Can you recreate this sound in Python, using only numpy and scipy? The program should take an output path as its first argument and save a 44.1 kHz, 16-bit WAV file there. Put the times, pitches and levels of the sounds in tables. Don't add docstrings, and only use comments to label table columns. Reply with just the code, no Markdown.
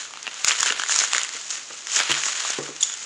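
import sys
import numpy as np
from scipy import signal
from scipy.fft import rfft, irfft
from scipy.io import wavfile

SR = 44100
rng = np.random.default_rng(int(sys.argv[2]) if len(sys.argv) > 2 else 0)


def level_to_linear(level):
    exponent = np.asarray(level, float) / 20
    return 10 ** exponent


def master(y):
    cut = np.clip(np.atleast_2d(y).T, -1, 1)
    pcm = np.round(cut * 32767)
    wavfile.write(sys.argv[1], SR, pcm.astype(np.int16))


N = 134505

# (time [s], rustle level [dB], dullness of the folds [dB])
PULL = [(0, -39.5, -1), (.1, -47.5, 1), (.25, -50, 9), (.43, -35.5, -1), (.47, -31.5, -2.5),
        (.56, -28, 0.5), (.72, -31.5, 1.5), (.76, -40.5, 11.5), (.87, -32, -1), (1.0, -29, -1),
        (1.1, -31, 0.5), (1.3, -38, -2.5), (1.848, -39.5, -2), (1.93, -28, -4.5), (2.07, -32.5, 5.5),
        (2.5, -29.5, -1), (2.74, -42, -1.5), (3.05, -34.5, -4)]
# (middle [s], half width [s], level over the rustle [dB], added dullness [dB])
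GUSTS = [(.01, 0.049, 9, -1), (.275, 0.0181, -10, 15), (0.465, 0.0056, 9, 0.5), (0.487, 0.01316, 14, -5.5),
         (0.517, 0.0203, 3, 5), (0.631, 0.0069, 11, -6), (0.68, 0.0219, 5.5, 3.5),
         (0.792, 0.0083, 11.5, -13.5), (0.924, 0.0386, 8.5, -6.5), (.958, 0.0096, 6, -1.5),
         (0.994, 0.0266, 7.5, -5.5), (1.031, 0.035, 5, 0.5), (1.165, 0.0305, 4.5, 0),
         (1.21, 0.0494, -1, 6.5), (1.373, 0.0475, 5, 3.5), (1.507, 0.0075, 14, -6.5),
         (1.547, 0.0304, 10, -1.5), (1.46, 0.0405, 2.5, -3), (1.66, 0.0214, -1.5, -10),
         (1.71, 0.0075, -0.5, 5.5), (1.967, 0.028, 10, -6.5), (2.003, 0.0344, 2.5, 6.5),
         (2.111, 0.0143, 3.5, 2.5), (2.265, 0.0703, 5.5, -4.5), (2.405, 0.026, -0.5, 1.5),
         (2.562, 0.024, -1, 4), (2.661, 0.0148, 4.5, 5), (2.814, 0.0079, 11.5, -7),
         (2.833, 0.0089, 18.5, -13), (2.87, 0.038, 8, -3.5)]
# (frequency [Hz], density [dB per Hz])
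DULL_FOLDS = [(200, -30.5), (420, -15), (750, -11), (1450, -1), (2300, -2), (3100, 0), (4200, -4.5),
              (9000, -20.5)]
# (frequency [Hz], density [dB per Hz])
BRIGHT_BUCKLES = [(1000, -38), (3000, -14), (4500, -10.5), (6000, -6), (7000, -1), (7600, -7.5),
                  (8100, -13.5), (11500, -38.5)]
# (time [s], peak [dB], share of dull colour [dB], pocket pitch [Hz])
EARLY_SNAPS = [(0.107, -26.5, -4.5, 1250), (0.136, -21.5, 6.5, 1490), (0.156, -25, 5.5, 1210),
               (0.172, -21, 3, 1550), (0.228, -17.5, -24, 3430), (0.267, -12, 3.5, 2840),
               (0.276, -11.5, 14, 2810), (0.341, -19.5, -26.5, 3440), (0.369, -30, -36, 3260),
               (0.397, -22, -26, 3160), (0.445, -1, -24.5, 2890), (0.481, -9, -6, 2990),
               (0.486, -7.5, -26, 1826), (0.495, -13, -11, 3320), (0.508, -2.5, -5.5, 2970),
               (0.515, -4, 3.5, 3436), (0.589, -13, -31, 2140), (0.601, -9.5, -17.5, 1910),
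               (0.605, -2.5, -25.5, 2980), (0.618, -13, -14.5, 2000), (0.629, -1.5, -15, 3280),
               (0.642, -21.5, -10, 2820), (0.659, -8, -15, 1680), (0.668, -11, -7, 3220),
               (0.675, -11.5, -1.5, 1596), (0.682, -11, -11.5, 3050), (0.699, -6.5, -6.5, 1730),
               (0.703, -6, 3, 2920), (0.722, -5.5, 0.5, 1710), (0.796, -6, -9, 1690),
               (0.818, -11.5, -11, 1645), (0.835, -8.5, -4, 1780), (0.861, -19.5, -9.5, 2100),
               (0.894, -7.5, -13, 1790)]
MIDDLE_SNAPS = [(0.912, -12.5, -18, 1830), (0.921, -6, -22.5, 3240), (0.941, -11, -23.5, 2690),
                (0.95, -15.5, -18, 3000), (0.96, -2, -25, 2480), (0.982, -11, -18.5, 1297),
                (0.988, -3.5, -30, 3050), (0.996, -14, -19.5, 1830), (1.0, -10.5, -21, 2170),
                (1.016, -12, -5.5, 2160), (1.037, -7, -11.5, 1560), (1.127, -13.5, -10.5, 3560),
                (1.132, -3.5, -19, 1860), (1.147, -5, -8.5, 2266), (1.164, -9.5, -21, 2150),
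                (1.18, -3, -12.5, 2266), (1.193, -13.5, -12, 2110), (1.214, -9.5, -16, 2100),
                (1.232, -8, -27, 3440), (1.247, -14.5, -19, 2110), (1.29, -14, -22.5, 2140),
                (1.364, -18, -3.5, 2170), (1.494, -24, -10, 3580), (1.507, -24, -28.5, 2910),
                (1.542, -27.5, -17.5, 3460)]
LATE_SNAPS = [(1.869, -16, -29.5, 2300), (1.917, -12.5, -27.5, 3430), (1.946, -17, -12.5, 2900),
              (1.965, -8, -23.5, 1750), (1.97, -14, -20.5, 1790), (2.001, -0.5, -14, 2285),
              (2.009, -9, 2.5, 1724), (2.034, -13, -9.5, 1250), (2.105, -9.5, -5.5, 1616),
              (2.114, -4, -9.5, 3210), (2.117, -3.5, -17.5, 3110), (2.124, -9, -12, 3300),
              (2.14, -12.5, -6.5, 3020), (2.149, -9, -8, 3080), (2.165, -14, -4, 1740),
              (2.174, -14, -10.5, 1520), (2.189, -21.5, -17, 1900), (2.216, -15, -12, 1666),
              (2.235, -7.5, -10, 3060), (2.255, -9.5, -17.5, 2920), (2.264, -10.5, -16, 1730),
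              (2.284, -12, -9.5, 1214), (2.403, -11.5, -25, 2290), (2.449, -13, -8, 1223),
              (2.503, -7.5, -19, 1480), (2.763, -17.5, -21, 3324), (2.898, -19.5, -13.5, 3430),
              (2.938, -15, -19.5, 3670)]
# (time [s], peak [dB], pitch [Hz])
BOX_TAPS = [(.269, -32.5, 1150), (0.278, -25, 1086), (.706, -23, 465), (.797, -34, 437),
            (1.015, -27.5, 654), (1.157, -25.5, 550), (1.35, -35.5, 490), (1.703, -35.5, 534),
            (1.709, -30, 1260), (1.717, -39, 415), (1.738, -39, 550), (1.97, -25, 1100), (2.003, -19, 1104),
            (2.099, -29, 625), (2.263, -28.5, 644), (2.502, -25, 683), (2.587, -20.5, 1100),
            (2.68, -26.5, 1195), (2.748, -35.5, 338)]
# (time [s], peak [dB], board ring [dB])
KNOCKS = [
    (0.702, -32, -53),
    (1.343, -40, -14),
    (2.093, -20, -6),
    (2.583, -12.5, -13.5),
    (2.686, -24.5, -19),
]
# (frequency [Hz], level [dB], t60 [s])
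BOX_MODES = [(270, -20, .06), (320, -17, .08), (355, -16, .12), (405, -16, .07), (460, -16, .05),
             (530, -16, .04), (790, -19, .025), (1150, -15, .02), (1900, -16, .012)]
# (time [s], length [s], start pitch [Hz], end pitch [Hz], level [dB])
SQUEAKS = [
    (2.807, 0.0058, 3820, 3738, -21),
    (2.812, 0.0122, 3565, 5120, -33.5),
    (2.8271, 0.00288, 3170, 3442, -15),
    (2.829, 0.00563, 3505, 3476, -13.5),
    (2.837, 0.0236, 3512, 3577, -30),
    (2.862, 0.025, 3380, 3427, -33.5),
    (2.885, 0.0261, 3480, 3450, -31),
    (2.913, 0.0356, 3500, 3478, -31.5),
]
# (first [dB], second [dB], third [dB])
SQUEAK_PARTIALS = [
    [-7, 0, -28],
]
# (frequency [Hz], density [dB per Hz])
HUSH = [(15, -72), (25, -29.5), (293, -12), (819, -10), (1230, -7), (5470, -9), (6710, -3), (7440, -12),
        (11500, -41.5), (15000, -71), (22000, -120)]
# (time [s], full-band tick [dB], low thump [dB])
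OVERLOADS = [
    (0.4476, -12.5, -3),
    (0.6066, -20.5, -5),
    (0.6283, -20.5, -13.5),
    (2.0019, -23, -13),
    (2.1199, -17.5, -0.5),
]


def at_hz(points, hz):
    p = np.array(points, float)
    return np.interp(np.log(np.maximum(hz, 1)), np.log(p[:, 0]), p[:, 1])


def colour_response(spectrum):
    size = 2 ** 13
    hz = np.arange(size // 2 + 1) * SR / size
    cepstrum = irfft(np.log(level_to_linear(at_hz(spectrum, hz))), size)
    cepstrum[1:size // 2] *= 2
    cepstrum[size // 2 + 1:] = 0
    response = irfft(np.exp(rfft(cepstrum)), size)[:size // 2]
    return response / np.linalg.norm(response)


def colour(x, spectrum):
    return signal.fftconvolve(x, colour_response(spectrum))[:N]


def highpass(x, order, hz):
    return signal.sosfilt(signal.butter(order, hz, "high", fs=SR, output="sos"), x)


def rms_one(x):
    return x / np.sqrt(np.mean(x ** 2) + 1e-20)


def drift(rate_hz):
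    r = np.exp(-2 * np.pi * rate_hz / SR)
    noise = rng.standard_normal(N + SR)
    return rms_one(signal.lfilter([1], [1, -2 * r, r * r], noise)[SR:])


def die(clicks, s):
    return signal.lfilter([1], [1, -np.exp(-1 / (s * SR))], clicks + 1e-18)


def ring(clicks, hz, t60):
    r = level_to_linear(-60 / (t60 * SR))
    w = 2 * np.pi * hz / SR
    return signal.lfilter([0, np.sin(w)], [1, -2 * r * np.cos(w), r * r], clicks + 1e-18)


def spikes(s, db):
    out = np.zeros(N)
    np.add.at(out, (np.asarray(s) * SR).astype(int), level_to_linear(np.asarray(db)))
    return out


def grains():
    grains_per_s, spread_db, grain_s = 5000, 3.4, .0004
    sizes = level_to_linear(spread_db * np.minimum(rng.exponential(1, N), 5))
    buckles = sizes * (rng.random(N) < grains_per_s / SR)
    return rms_one(die(buckles, grain_s) * rng.standard_normal(N))


def rustle():
    clump_db, bright_db, fold_db = 1.6, -1.2766, -3.5
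    s, level_db, dullness_db = np.transpose(PULL)
    t = np.arange(N) / SR
    effort_db = np.interp(t, s, level_db) + clump_db * drift(70.0)
    dull_db = np.interp(t, s, dullness_db)
    for middle, half, db, more_dull_db in GUSTS:
        bump = np.exp(-np.minimum(((t - middle) / half) ** 2, 50))
        effort_db = effort_db + db * bump
        dull_db = dull_db + more_dull_db * bump
    shared = grains()
    bright = level_to_linear(effort_db + bright_db) * (0.651 * shared + 0.721 * grains())
    fold_level_db = effort_db + fold_db + dull_db + 0.814 * drift(6.67)
    dull = level_to_linear(fold_level_db) * (0.735 * shared + 0.8834 * grains())
    return colour(bright, BRIGHT_BUCKLES) + colour(dull, DULL_FOLDS)


def snaps():
    level_db, dull_boost_db, click = 0.1, 12, 4
    rise_s, crack_s, tail_s, tail_db = .00006, 0.0006, 0.0025, -13
    pocket_t60_s, pocket_db = 0.008, -13
    rows = list(EARLY_SNAPS) + list(MIDDLE_SNAPS) + list(LATE_SNAPS)
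    t = np.arange(SR // 25) / SR
    onset = np.exp(-t / rise_s)
    shape = (1 - onset) * (np.exp(-t / crack_s) + level_to_linear(tail_db) * np.exp(-t / tail_s))
    dull, bright = colour_response(DULL_FOLDS), colour_response(BRIGHT_BUCKLES)
    out = np.zeros(N + SR)
    noises = rng.standard_normal((len(rows), len(t)))
    for (s, db, dull_db, hz), noise in zip(rows, noises):
        pocket = ring(signal.unit_impulse(len(dull)), hz, pocket_t60_s)
        body = dull + level_to_linear(pocket_db) * pocket
        push = (noise + click * onset) * shape
        snap = signal.fftconvolve(push, bright + level_to_linear(dull_db + dull_boost_db) * body)
        i = int((s + 0.0010925) * SR)
        out[i:i + len(snap)] += level_to_linear(db + level_db) * snap / abs(snap).max()
    return highpass(out[:N], 2, 700)


def taps_on_box():
    ring_cycles, soft_s = 13, .0006
    out = np.zeros(N)
    for s, db, hz in BOX_TAPS:
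        push = die(spikes([s], [db]), soft_s) * 2 * np.pi * hz / SR
        out += ring(push, hz, ring_cycles / hz)
    return highpass(out, 3, 280)


def knocks():
    rattle_s, rattle_db = .03, -25
    board_hz, board_t60_s, board_level_db = 144.9, 0.329, -11.5
    s, db, board_db = np.transpose(KNOCKS)
    luck_db = rng.normal(0, 2, (len(s), len(BOX_MODES)))
    board = ring(spikes(s + .006, db + board_db + board_level_db), board_hz, board_t60_s)
    box = np.zeros(N)
    for k, (hz, level_db, t60) in enumerate(BOX_MODES):
        hit = spikes(s + .003, db + level_db + luck_db[:, k])
        rattle = level_to_linear(rattle_db) * die(hit, rattle_s) * rng.standard_normal(N)
        box += ring(hit + rattle, hz, t60)
    return board + highpass(box, 2, 260)


def squeaks():
    roughness = .7
    out, wobble = np.zeros(N), drift(250)
    waver_hz = 55 * drift(300)
    for s, length, start_hz, end_hz, db in SQUEAKS:
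        i, u = int(s * SR), np.linspace(0, 1, int(length * SR))
        span = slice(i, i + len(u))
        pitch_hz = start_hz + (end_hz - start_hz) * np.sqrt(u) + waver_hz[span]
        phase = 2 * np.pi * np.cumsum(pitch_hz) / SR
        tone = sum(level_to_linear(p) * np.sin((k + 1) * phase) for k, p in enumerate(SQUEAK_PARTIALS[0]))
        swell = np.sin(np.pi * u) ** .5
        out[span] += level_to_linear(db) * tone * swell * (1 + roughness * wobble[span])
    return out


def room(x):
    t60_s = .2
    t = np.arange(SR // 2) / SR
    tail = rng.standard_normal(len(t)) * level_to_linear(-60 * t / t60_s) * (t > .004)
    return signal.fftconvolve(x, tail / np.linalg.norm(tail))[:N]


def hush():
    return level_to_linear(-43.5) * colour(rng.standard_normal(N), HUSH)


def scene():
    near = rustle() + snaps() + taps_on_box() + knocks() + squeaks()
    near = highpass(near + level_to_linear(-15) * room(near), 4, 125.)
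    return (near + hush())[None]


def low_pass(x):
    return signal.sosfilt(signal.butter(12, 15900, fs=SR, output="sos"), x)


def record(dry):
    ceiling, cutoff_hz, thump_hz = .77, 12600, 300
    rounded = ceiling * np.tanh((abs(dry) / ceiling) ** 3) ** (1 / 3) * np.sign(dry)
    x = signal.sosfilt(signal.cheby2(12, 80, cutoff_hz, fs=SR, output="sos"), rounded)
    s, tick_db, thump_db = np.transpose(OVERLOADS)
    thump = signal.sosfilt(signal.butter(1, thump_hz, fs=SR, output="sos"), spikes(s, thump_db))
    mix = np.clip(x + spikes(s, tick_db) + thump, -ceiling, ceiling)
    return low_pass(mix)


dry = scene()
out = record(dry)
master(out)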